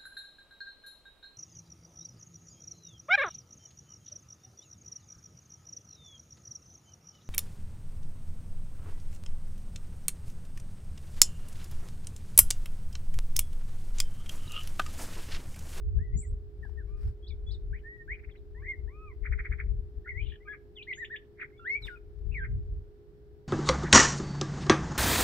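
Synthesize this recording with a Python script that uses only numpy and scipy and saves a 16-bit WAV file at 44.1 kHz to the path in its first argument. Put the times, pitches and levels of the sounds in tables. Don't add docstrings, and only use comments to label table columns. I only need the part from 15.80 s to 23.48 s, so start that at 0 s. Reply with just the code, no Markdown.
import sys
import numpy as np
from scipy import signal
from scipy.fft import rfft, irfft, next_fast_len
from scipy.io import wavfile
from scipy.ndimage import uniform_filter1d

SR = 44100
rng = np.random.default_rng(int(sys.argv[2]) if len(sys.argv) > 2 else 0)


def int16_out(signal):
    q = np.round(np.clip(np.atleast_2d(signal).T, -1, 1) * 32767)
    wavfile.write(sys.argv[1], SR, q.astype(np.int16))


N = 338627
TIME = np.arange(N) / SR

# time in seconds, pitch in Hz, level in dB.
WHISTLES = [
    [(4.278, 2115, -42), (4.286, 2000, -37.5), (4.296, 2246, -38.5), (4.316, 1966, -44),
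     (4.334, 1890, -59.5), (4.364, 1997, -44.5), (4.402, 2360, -41), (4.42, 2524, -55)],
    [(5.795, 1395, -51), (5.841, 1338, -55), (5.859, 1657, -39), (5.879, 1976, -34), (5.913, 2192, -31),
     (5.941, 2197, -32), (5.961, 2264, -28), (5.978, 2445, -49)],
    [(6.535, 2456, -67), (6.543, 2472, -48), (6.555, 2216, -38.5), (6.565, 2247, -38.5), (6.573, 2026, -40),
     (6.609, 1575, -44.5), (6.633, 1608, -40.5), (6.645, 1450, -50.5)],
]
# time in seconds, pitch in Hz, level in dB.
PLUNGE = [(6.022, 4150, -57), (6.028, 4030, -52), (6.048, 3626, -43.5), (6.066, 3485, -53.5),
          (6.075, 2470, -47), (6.086, 1695, -40.5), (6.099, 1482, -49.5), (6.169, 1383, -55.5)]
# start in seconds, length in seconds, start, middle and end pitch in Hz, level in dB,
# place of the loudest moment (0-1), onset in dB, ending in dB.
SLURS = [(0.183, 0.079, 1566, 1900, 2020, -59.5, 0.13, -10, -12.5),
         (0.247, 0.081, 2013, 1924, 1930, -69, .1, -2, -3),
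         (.325, 0.035, 1970, 2100, 1950, -65.5, .5, 1, 2),
         (0.417, 0.04, 2494, 2120, 1925, -60.5, 0.46, -21, -4.5),
         (0.826, .044, 1900, 1706, 1536, -50, 0.2, -15, -13),
         (0.973, 0.051, 1850, 1750, 1400, -53, .3, -9, -16),
         (1.503, 0.023, 2480, 2270, 2200, -58.5, .35, -8, -11),
         (1.928, 0.063, 1480, 2140, 2630, -49.5, 0.14, -8, -27),
         (2.034, 0.13, 1723, 1886, 1894, -48, 0.21, -18, -7.5),
         (2.178, 0.055, 1905, 1848, 1830, -50.5, .6, -15, -18),
         (2.279, .07, 1523, 2070, 2506, -37, 0.61, -13.5, -20),
         (2.508, 0.023, 3900, 3310, 3150, -67, 0.7, -6, -11),
         (2.568, 0.022, 4080, 3840, 3300, -75, 0.3, -7, -8),
         (2.822, 0.053, 1610, 1990, 2270, -51.5, 0.7, -4, 3),
         (2.844, 0.1, 1638, 2136, 1834, -36.5, 0.64, -21.5, -18),
         (4.245, .02, 1780, 1830, 2050, -55.5, .6, -9, -2),
         (4.258, .021, 1766, 1380, 2090, -45.5, 1, -9.5, 0.5),
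         (4.418, 0.031, 2766, 3270, 3050, -59.5, 0.4, -0.5, -2),
         (4.454, 0.027, 3420, 3590, 3480, -61, .5, -6, -4),
         (4.46, 0.023, 3160, 2830, 2880, -54.5, .2, -2, -10),
         (4.603, 0.032, 1940, 2017, 2140, -63.5, .7, -6, -1),
         (4.65, 0.04, 2270, 2300, 2000, -56.5, 1, -16, -8),
         (4.652, 0.047, 1223, 1230, 1130, -57, .5, -11.5, -18),
         (4.674, 0.07, 1563, 1692, 1620, -40, 0.28, -12.5, -7),
         (4.728, 0.025, 1320, 1244, 1200, -59.5, .5, -6, -8),
         (4.955, 0.07, 3780, 2756, 2370, -48.5, 0.29, -24.5, -5.5),
         (4.965, 0.026, 1950, 2110, 2100, -62.5, .5, -11, -18),
         (5.021, .012, 2440, 3200, 4380, -45.5, .45, -11, -15),
         (5.597, 0.011, 1190, 1910, 3060, -44, 0.58, -19, -20),
         (5.613, .022, 2596, 1652, 1230, -36, 0.16, -16, -20),
         (5.722, 0.061, 2060, 2190, 2280, -69, .5, -0.5, -4),
         (5.779, 0.038, 3430, 3486, 3450, -66.5, 0, 1, -17),
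         (5.912, .038, 5480, 5520, 5520, -69, .5, -4, -4),
         (6.158, .025, 2510, 2455, 2380, -58, 0, -3, -22.5),
         (6.513, 0.019, 2290, 2620, 2680, -61.5, .8, -7, -2.5)]
# start in seconds, length of the arch in seconds,
# pitch in Hz, level in dB, onset in dB, whip level in dB.
HOOKS = [(5.068, 0.06, 2253, -33, -8, -51.5), (5.171, .073, 1992, -37.5, -5.5, -48.5),
         (5.298, 0.059, 1943, -38.5, -0.5, -49)]
# share of the length, share of the pitch, level in dB.
HOOK_ARCH = [(0, 0.76, -20), (.17, .91, -3.5), (.54, 1, -4), (.82, .9, 2), (1.001, .88, -1.5)]
WHIP_S, WHIP_HZ, WHIP_FALL_S, WHIP_END_HZ = 0.0093, 3745, 0.0074, 2780
# time of the spike in seconds, pitch in Hz, level in dB.
PEEPS = [(1.485, 3344, -57.5), (1.723, 3466, -55.5)]
# seconds from the spike, share of the pitch, level in dB.
PEEP_VOICES = [
    [(-.058, .97, -8.5), (-.04, 1.01, -1.5), (-.022, .97, -5), (-.01, 1.15, 2), (0, 1.55, -7.5),
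     (.012, 1.26, -6), (.023, 1.06, 2.5), (.042, 1.01, -13.5)],
    [(-.004, 1.3, -1), (.013, .79, -15.5)],
]
# middle in seconds, level in dB, top pitch in Hz.
UPSWEEPS = [(2.393, -59, 2800), (2.445, -57, 2800), (2.497, -59, 2900), (2.557, -63, 3600)]
SWEEP_S, SWEEP_FOOT_HZ, SWEEP_MID_HZ = .014, 1460, 2135
# start in seconds, length in seconds,
# start, middle and end pitch in Hz, level in dB, place of the loudest moment (0-1), onset and ending in dB.
LOW_NOTES = [(1.069, 0.14, 1060, 1211, 1170, -70, .4, -9, -6),
             (2.748, 0.087, 878, 1026, 1200, -68.5, 1, -9.5, 0.5),
             (3.077, .248, 861, 1266, 980, -56, .75, -20, -13)]
# start in seconds, length in seconds,
# start, middle and end pitch in Hz, level in dB, place of the loudest moment (0-1), onset and ending in dB.
SQUEAKS = [(.362, 0.076, 6850, 7470, 8600, -47, .25, -20, -11.5),
           (5.149, 0.039, 6430, 6690, 7000, -57.5, .5, -10.5, -13),
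           (5.153, .052, 7050, 7370, 7400, -69, .55, -11, -5)]
# time at the top in seconds,
# level in dB, length in seconds, top and foot pitch in Hz, surrounding noise in dB.
FLICKS = [(3.463, -40, .022, 2401, 1195, -44), (3.531, -40, 0.019, 2390, 1205, -47),
          (3.598, -38.5, .018, 2413, 1190, -43), (3.66, -41.5, 0.02, 2417, 1210, -43.5),
          (3.7285, -42, 0.021, 2425, 1178, -46), (3.804, -39.5, 0.02, 2413, 1187, -43),
          (4.738, -52.5, .032, 2352, 1947, -52.5), (6.651, -43.5, .022, 2210, 1292, -49)]
# time in seconds, upper pitch in Hz, its level in dB, lower pitch in Hz, its level in dB.
CHATTER = [(4.501, 3310, -59.5, 2310, -58), (4.523, 2930, -51.5, 1696, -50.5),
           (4.54, 2970, -56.5, 1738, -53), (4.559, 3000, -54.5, 1674, -54)]
# pitch in Hz, octave in dB.
THROAT = [(850, 18.5), (980, 11), (1120, -0.5), (1200, -6), (1255, -6.5), (1400, -24.5), (1650, -28.5),
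          (1950, -33), (2250, -41), (2600, -54.5), (3500, -32.5), (7500, -34)]
# time in seconds, change of the octave in dB.
BEAK = [(1.1, -9.5), (1.4, -3), (1.7, 10), (1.9, -17.5), (4.5, -16.5), (4.65, -3.5), (5.1, 1), (6.0, -1.5),
        (6.5, -3.5)]
# middle in seconds, level in dB, length in seconds, centre in Hz.
NOISE_BURSTS = [(1.966, -61.5, 0.058, 2090), (1.995, -71, .025, 2920), (2.338, -55, 0.074, 2130),
                (2.348, -66, .03, 2840), (4.435, -57, 0.046, 3000), (4.505, -60, 0.094, 3190),
                (4.51, -67, 0.11, 2320), (4.48, -70.5, .1, 3750), (5.626, -41.5, .056, 2010),
                (5.972, -68, .03, 3150), (6.539, -58, 0.036, 2550), (6.59, -63.5, 0.066, 2050)]
# offset from the centre in Hz, density in dB per Hz.
BURST_SPECTRUM = [(-1500, -50.5), (-1050, -27.5), (-800, -12), (-300, 1), (102, 10.5), (413.5, -3.5),
                  (647.5, -26.5), (1404, -27.5), (1998.5, -50.5), (6005.5, -73.5)]
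NOISE_HZ, FLICK_NOISE_STRETCH, SWEEP_NOISE_DB, SWEEP_NOISE_S = 2024, 1.7, -1, 0.027
# delay left in seconds, delay right in seconds, level in dB.
ECHOES = [(.00211, 0.000832, -24), (.00413, .00388, -7), (.00617, 0.0071, -9), (.00821, 0.0076, -12),
          (.01617, .01476, -23), (.01871, 0.014, -17), (.0250, 0.032, -19), (.0650, 0.087, -27.5)]
NEAR_T60, FAR_T60 = .18, .5
# middle in seconds, rumble in dB, length in seconds,
# flutter in dB, left minus right in dB.
GUSTS = [(.08, -35, .1, -48, -8.5), (0.187, -28, 0.083, -35.5, 7.5), (0.355, -29, 0.089, -35.5, 2),
         (0.521, -30, 0.11, -49.5, -2.5), (0.821, -44, 0.073, -53, 13), (1.05, -41, 0.38, -60.5, 11),
         (1.274, -29, .09, -46, 4.5), (1.51, -37.5, 0.059, -61, 9), (1.683, -37.5, 0.19, -61, 9),
         (1.895, -34, .13, -48, 4), (2.321, -43, .08, -60, 7.5), (2.488, -43.5, 0.053, -61, 11),
         (2.815, -40.5, 0.15, -62, 7.5), (3.041, -38, 0.12, -57, 10.5), (3.428, -35, 0.045, -51.5, 13),
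         (3.521, -28, 0.081, -43, 9.5), (3.598, -29.5, 0.046, -53, -8.5), (3.718, -30.5, 0.06, -45, 10),
         (3.917, -30.5, 0.22, -45, 6), (4.182, -35.5, 0.038, -61, 11.5), (4.426, -38, 0.17, -50, 11.5),
         (6.046, -45, 0.1, -55, 8), (6.489, -37.5, 0.18, -50.5, 15.5), (6.629, -37.5, .08, -48, -4),
         (6.748, -36, 0.13, -38, 6), (6.937, -34, 0.15, -44.5, -0.5), (7.529, -53, 0.084, -68, 6)]
# time in seconds, rumble in dB.
BREEZE = [(0, -36), (.7, -46), (1.95, -43.5), (2.15, -54), (3.3, -47), (3.8, -41), (4.5, -52.5),
          (4.75, -56.5), (5.7, -63.5), (6.3, -49), (6.7, -34.5), (7.2, -60), (7.68, -60.5)]
BREEZE_FLUTTER_DB, BREEZE_FLUTTER_SLOPE, BREEZE_LEFT_DB = -43.5, 0.48, 0.5
PUFF_HZ, PUFF_DB = 15, 2
# frequency in Hz, density in dB per Hz.
RUMBLE_SPECTRUM = [(10, -38.5), (22, -7), (43, 4.5), (66, 2.5), (95, -7.5), (125, -27.5), (250, -81.5),
                   (900, -140)]
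# frequency in Hz, density in dB per Hz.
FLUTTER_SPECTRUM = [(60, -29.5), (90, -1.5), (112, -1.5), (140, -9.5), (190, -19.5), (260, -32.5),
                    (400, -39), (900, -72.5), (3000, -130)]
# middle in seconds, level in dB, length in seconds.
RUSTLES = [(0.872, -77, 0.2), (1.10, -77, .07), (1.204, -71.5, 0.07), (1.273, -68, 0.088),
           (1.725, -78, 0.12), (6.028, -62.5, 0.017), (6.067, -59.5, 0.03), (6.094, -70.5, 0.16)]
# frequency in Hz, density in dB per Hz.
RUSTLE_SPECTRUM = [(200, 7.5), (700, 0.5), (1500, 7), (3500, -6.5), (5300, -1.5), (6300, -17), (8700, -7),
                   (10300, -19.5), (12500, -11.5), (16000, -15.5)]
# start in seconds, level in dB.
GRIP_CLICKS = [(0.2008, -80), (0.854, -80), (.897, -71), (1.21, -67), (1.231, -62), (1.276, -66),
               (6.39, -69), (6.832, -76)]
# middle in seconds, peak level in dB, pitch in Hz.
BUMPS = [(0.35, -41, 86), (0.358, -39, 192), (.853, -51.5, 855), (0.895, -54.5, 835), (1.232, -64, 850),
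         (1.276, -60, 810), (2.312, -41, 55), (6.028, -45.5, 48.4)]
# frequency in Hz, level in dB, width of the wavering in Hz.
HUM = [(416, -58.5, 0.26), (359.7, -67.5, 7.4), (125, -70.5, 8), (793, -88.5, 7.7)]
# frequency in Hz, density in dB per Hz.
DRONE_SPECTRUM = [(25, -9), (60, -3), (130, -4.5), (200, -13), (300, -9.5), (400, -7), (500, -23),
                  (700, -30), (1200, -68)]
# frequency in Hz, density in dB per Hz.
AIR_SPECTRUM = [(280, -33), (480, -0.5), (620, -10), (800, -12), (1100, -17), (1600, -16.5), (2500, -24.5),
                (3500, -25), (5500, -28.5), (6100, -34), (9200, -35.5), (10300, -41), (12000, -34.5),
                (16000, -33.5)]
AIR_DB = -72
EDGE_HZ = 15750


def bird():
    song = np.zeros(N)
    for rows in whistled():
        beak_db = np.interp(rows[0][0], *np.transpose(BEAK))
        add(song, *syllable(rows, flutter=.005, flutter_hz=250, beak_db=beak_db))
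    for row in LOW_NOTES:
        beak_db = np.interp(row[0], [1.1, 2.7], [-6, 1])
        add(song, *syllable(slur(*row, flatness=3), flutter=.002, flutter_hz=150, beak_db=beak_db))
    for row in SQUEAKS:
        s, squeak = syllable(slur(*row), flutter=0.011, flutter_hz=495.5)
        add(song, s, squeak)
        add(song, s + .072, amp(-17) * squeak)
    for *row, _ in FLICKS:
        add(song, *syllable(flick(*row), flutter=0.011, flutter_hz=510, beak_db=-16.5))
    for s, upper_hz, upper_db, lower_hz, lower_db in CHATTER:
        add(song, *syllable(stutter(s, upper_hz, upper_db), flutter=0.046, flutter_hz=700))
        add(song, *syllable(stutter(s, lower_hz, lower_db), flutter=0.018, flutter_hz=700))
    return song


def syllable(rows, flutter, flutter_hz, beak_db=0, fade_s=0.0029):
    s, pitch, level_db = np.transpose(rows)
    s = np.sort(s)
    t = np.arange(s[0] - fade_s, s[-1] + fade_s, 1 / SR)
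    glide = uniform_filter1d(np.interp(t, s, pitch), size=130)
    hz = glide * (1 + flutter * wander(len(t), flutter_hz))
    phase = 2 * np.pi * np.cumsum(hz) / SR
    octave = amp(read(THROAT, hz) + beak_db) * np.sin(2 * phase)
    tone = np.sqrt(2) * (np.sin(phase) + octave)
    to_edge = np.minimum(t - t[0], t[-1] - t)
    gate = np.sin(np.pi / 2 * np.clip(to_edge / (2 * fade_s), 0, 1)) ** 2
    return t[0], gate * amp(np.interp(t, s, level_db)) * tone


def whistled():
    peeps = []
    for s, hz, db in PEEPS:
        for voice in PEEP_VOICES:
            peeps.append([(s + lag, share * hz, db + voice_db) for lag, share, voice_db in voice])
    sweeps = [slur(s - SWEEP_S / 2, SWEEP_S, SWEEP_FOOT_HZ, SWEEP_MID_HZ, top_hz, db,
                   loudest=0.56, onset_db=-9, ending_db=-13)
              for s, db, top_hz in UPSWEEPS]
    slurs = [slur(*row) for row in SLURS]
    hooks = [hook(*row) for row in HOOKS]
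    return [*WHISTLES, PLUNGE] + slurs + hooks + peeps + sweeps


def slur(s, length, start_hz, middle_hz, end_hz, db, loudest, onset_db, ending_db, flatness=2):
    u = np.linspace(0, 1, 41)
    bow = (middle_hz - (start_hz + end_hz) / 2) * (1 - abs(2 * u - 1) ** flatness)
    loudest = np.clip(loudest, .03, .97)
    onset = onset_db * (1 - u / loudest) ** 2
    ending = ending_db * ((u - loudest) / (1 - loudest)) ** 2
    fade = np.where(u < loudest, onset, ending)
    return np.transpose([s + u * length, start_hz + u * (end_hz - start_hz) + bow, db + fade])


def hook(s, length, hz, db, onset_db, whip_db):
    arch = [(s + u * length, share * hz, db + arch_db + onset_db * (1 - u)) for u, share, arch_db in HOOK_ARCH]
    top = s + length + WHIP_S
    return arch + [(top, WHIP_HZ, whip_db), (top + WHIP_FALL_S, WHIP_END_HZ, whip_db)]


def flick(s, db, length, top_hz, foot_hz, foot_db=-12):
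    half_hz = (foot_hz + top_hz) / 2
    return [(s - length / 2, foot_hz, db + foot_db), (s - length / 4, half_hz, db), (s, top_hz, db),
            (s + length / 4, half_hz, db), (s + length / 2, foot_hz, db + foot_db)]


def stutter(s, hz, db, half_s=0.0037, lift=1.15, edge_db=-8):
    return [(s - half_s, hz * lift, db + edge_db), (s, hz, db), (s + half_s, hz, db + edge_db)]


def note_noise():
    out = np.zeros((2, N))
    for s, db, length, centre_hz in noise_moments():
        t = np.arange(-2 * length, 2 * length, 1 / SR)
        swell = np.exp(-(2 * t / length) ** 2)
        unevenness = evened(amp(1.1 * wander(len(t), 180)))
        band = [(max(centre_hz + offset_hz, 1), band_db) for offset_hz, band_db in BURST_SPECTRUM]
        add(out, s + t[0], amp(db) * swell * unevenness * noise(band, likeness=0.22, n=len(t)))
    return out * panned(1.3)


def noise_moments():
    flicks = [(s, noise_db, FLICK_NOISE_STRETCH * length, NOISE_HZ) for s, _, length, _, _, noise_db in FLICKS]
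    sweeps = [(s, db + SWEEP_NOISE_DB, SWEEP_NOISE_S, NOISE_HZ) for s, db, _ in UPSWEEPS]
    return NOISE_BURSTS + flicks + sweeps


def yard(song, direct_db=-1, near_db=-16, far_db=-32):
    near = amp(near_db) * scatter(NEAR_T60, start_s=0.0056)
    far = amp(far_db) * scatter(FAR_T60, start_s=0.029)
    response = near + far
    response[[0, 1], [0, 3]] += amp(direct_db)
    for left_s, right_s, db in ECHOES:
        response[0, round(left_s * SR)] += amp(db)
        response[1, round(right_s * SR)] += amp(db)
    return signal.fftconvolve(song[None], response, axes=1)[:, :N] * panned(1.4)


def scatter(t60, start_s):
    t = np.arange(SR // 2) / SR
    signs = rng.choice([-1., 1.], (2, len(t)))
    taps = signs * (rng.random((2, len(t))) < 3000 / SR)
    taps = taps * amp(-60 * t / t60) * (t > start_s)
    return taps / np.linalg.norm(taps, axis=1, keepdims=True)


def wind():
    breeze_db = np.interp(TIME, *np.transpose(BREEZE))
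    puffs = amp(PUFF_DB * np.array([wander(N, PUFF_HZ), wander(N, PUFF_HZ)])) * panned(BREEZE_LEFT_DB)
    rumble_power = (puffs * amp(breeze_db)) ** 2
    flutter_power = (puffs * amp(BREEZE_FLUTTER_DB + BREEZE_FLUTTER_SLOPE * breeze_db)) ** 2
    for s, rumble_db, length, flutter_db, left_db in GUSTS:
        gust = (swells([(s, 0, length)]) * panned(left_db)) ** 2
        rumble_power += amp(rumble_db) ** 2 * gust
        flutter_power += amp(flutter_db) ** 2 * gust
    rumble = np.sqrt(rumble_power) * eddies(RUMBLE_SPECTRUM, likeness=0.54)
    flutter = np.sqrt(flutter_power) * eddies(FLUTTER_SPECTRUM, likeness=0.29)
    return rumble + flutter


def eddies(spectrum, likeness):
    swirl = noise(spectrum, likeness)
    return swirl / np.sqrt(uniform_filter1d(swirl.mean(0) ** 2, size=4000))


def hand():
    rub = swells(RUSTLES) * amp(2.0 * wander(N, 150))
    for s, db in GRIP_CLICKS:
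        add(rub, s, amp(db) * np.exp(-TIME[:2000] / 0.0038))
    out = noise(RUSTLE_SPECTRUM, likeness=.3) * rub * panned(1.5)
    for s, db, hz in BUMPS:
        turns = np.arange(-2, 2, hz / SR)
        add(out, s - 2 / hz, -amp(db) * np.cos(2 * np.pi * turns) * np.exp(-(turns / 1.2) ** 2))
    return out


def machine():
    tones = np.zeros(N)
    for hz, db, width in HUM:
        phase = 2 * np.pi * np.cumsum(hz + width * wander(N, 12)) / SR
        tones += amp(db) * np.sqrt(2) * np.sin(phase)
    return tones * panned(-0.55) + amp(-60) * noise(DRONE_SPECTRUM, likeness=0.6)


def air():
    return amp(AIR_DB) * noise(AIR_SPECTRUM, likeness=0.035)


def noise(spectrum, likeness, n=N):
    size = next_fast_len(n)
    colour = amp(read(spectrum, np.fft.rfftfreq(size, 1 / SR)))
    a, b = irfft(rfft(rng.standard_normal((2, size))) * colour, size)[:, :n]
    c = np.clip(likeness, -1, 1)
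    return evened(np.array([a, c * a + np.sqrt(1 - c * c) * b]))


def wander(n, hz):
    f = np.fft.rfftfreq(n + SR, 1 / SR)
    smooth = irfft(rfft(rng.standard_normal(n + SR)) * np.exp(-(f / hz) ** 2))
    return evened(smooth)[:n]


def swells(rows):
    return sum(amp(db) * np.exp(-(2 * (TIME - s) / length) ** 2) for s, db, length in rows)


def read(points, hz):
    f, value = np.transpose(points)
    return np.interp(np.log(hz + 1), np.log(f + 1), value)


def panned(left_db):
    return amp([[left_db / 2], [-left_db / 2]])


def add(mix, s, sound):
    part = mix[..., max(round(s * SR), 0):][..., :sound.shape[-1]]
    part += sound[..., :part.shape[-1]]


def evened(x):
    return x / np.sqrt(np.mean(x ** 2) + 1e-20)


def amp(db):
    return 10 ** (np.asarray(db) / 20)


def scene():
    return yard(bird()) + note_noise() + wind() + hand() + machine() + air()


def record(dry):
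    low_pass = signal.firwin(511, EDGE_HZ, window=("kaiser", 9), fs=SR)
    return signal.oaconvolve(dry, low_pass[None], "same")


dry = scene()
out = record(dry)
int16_out(out)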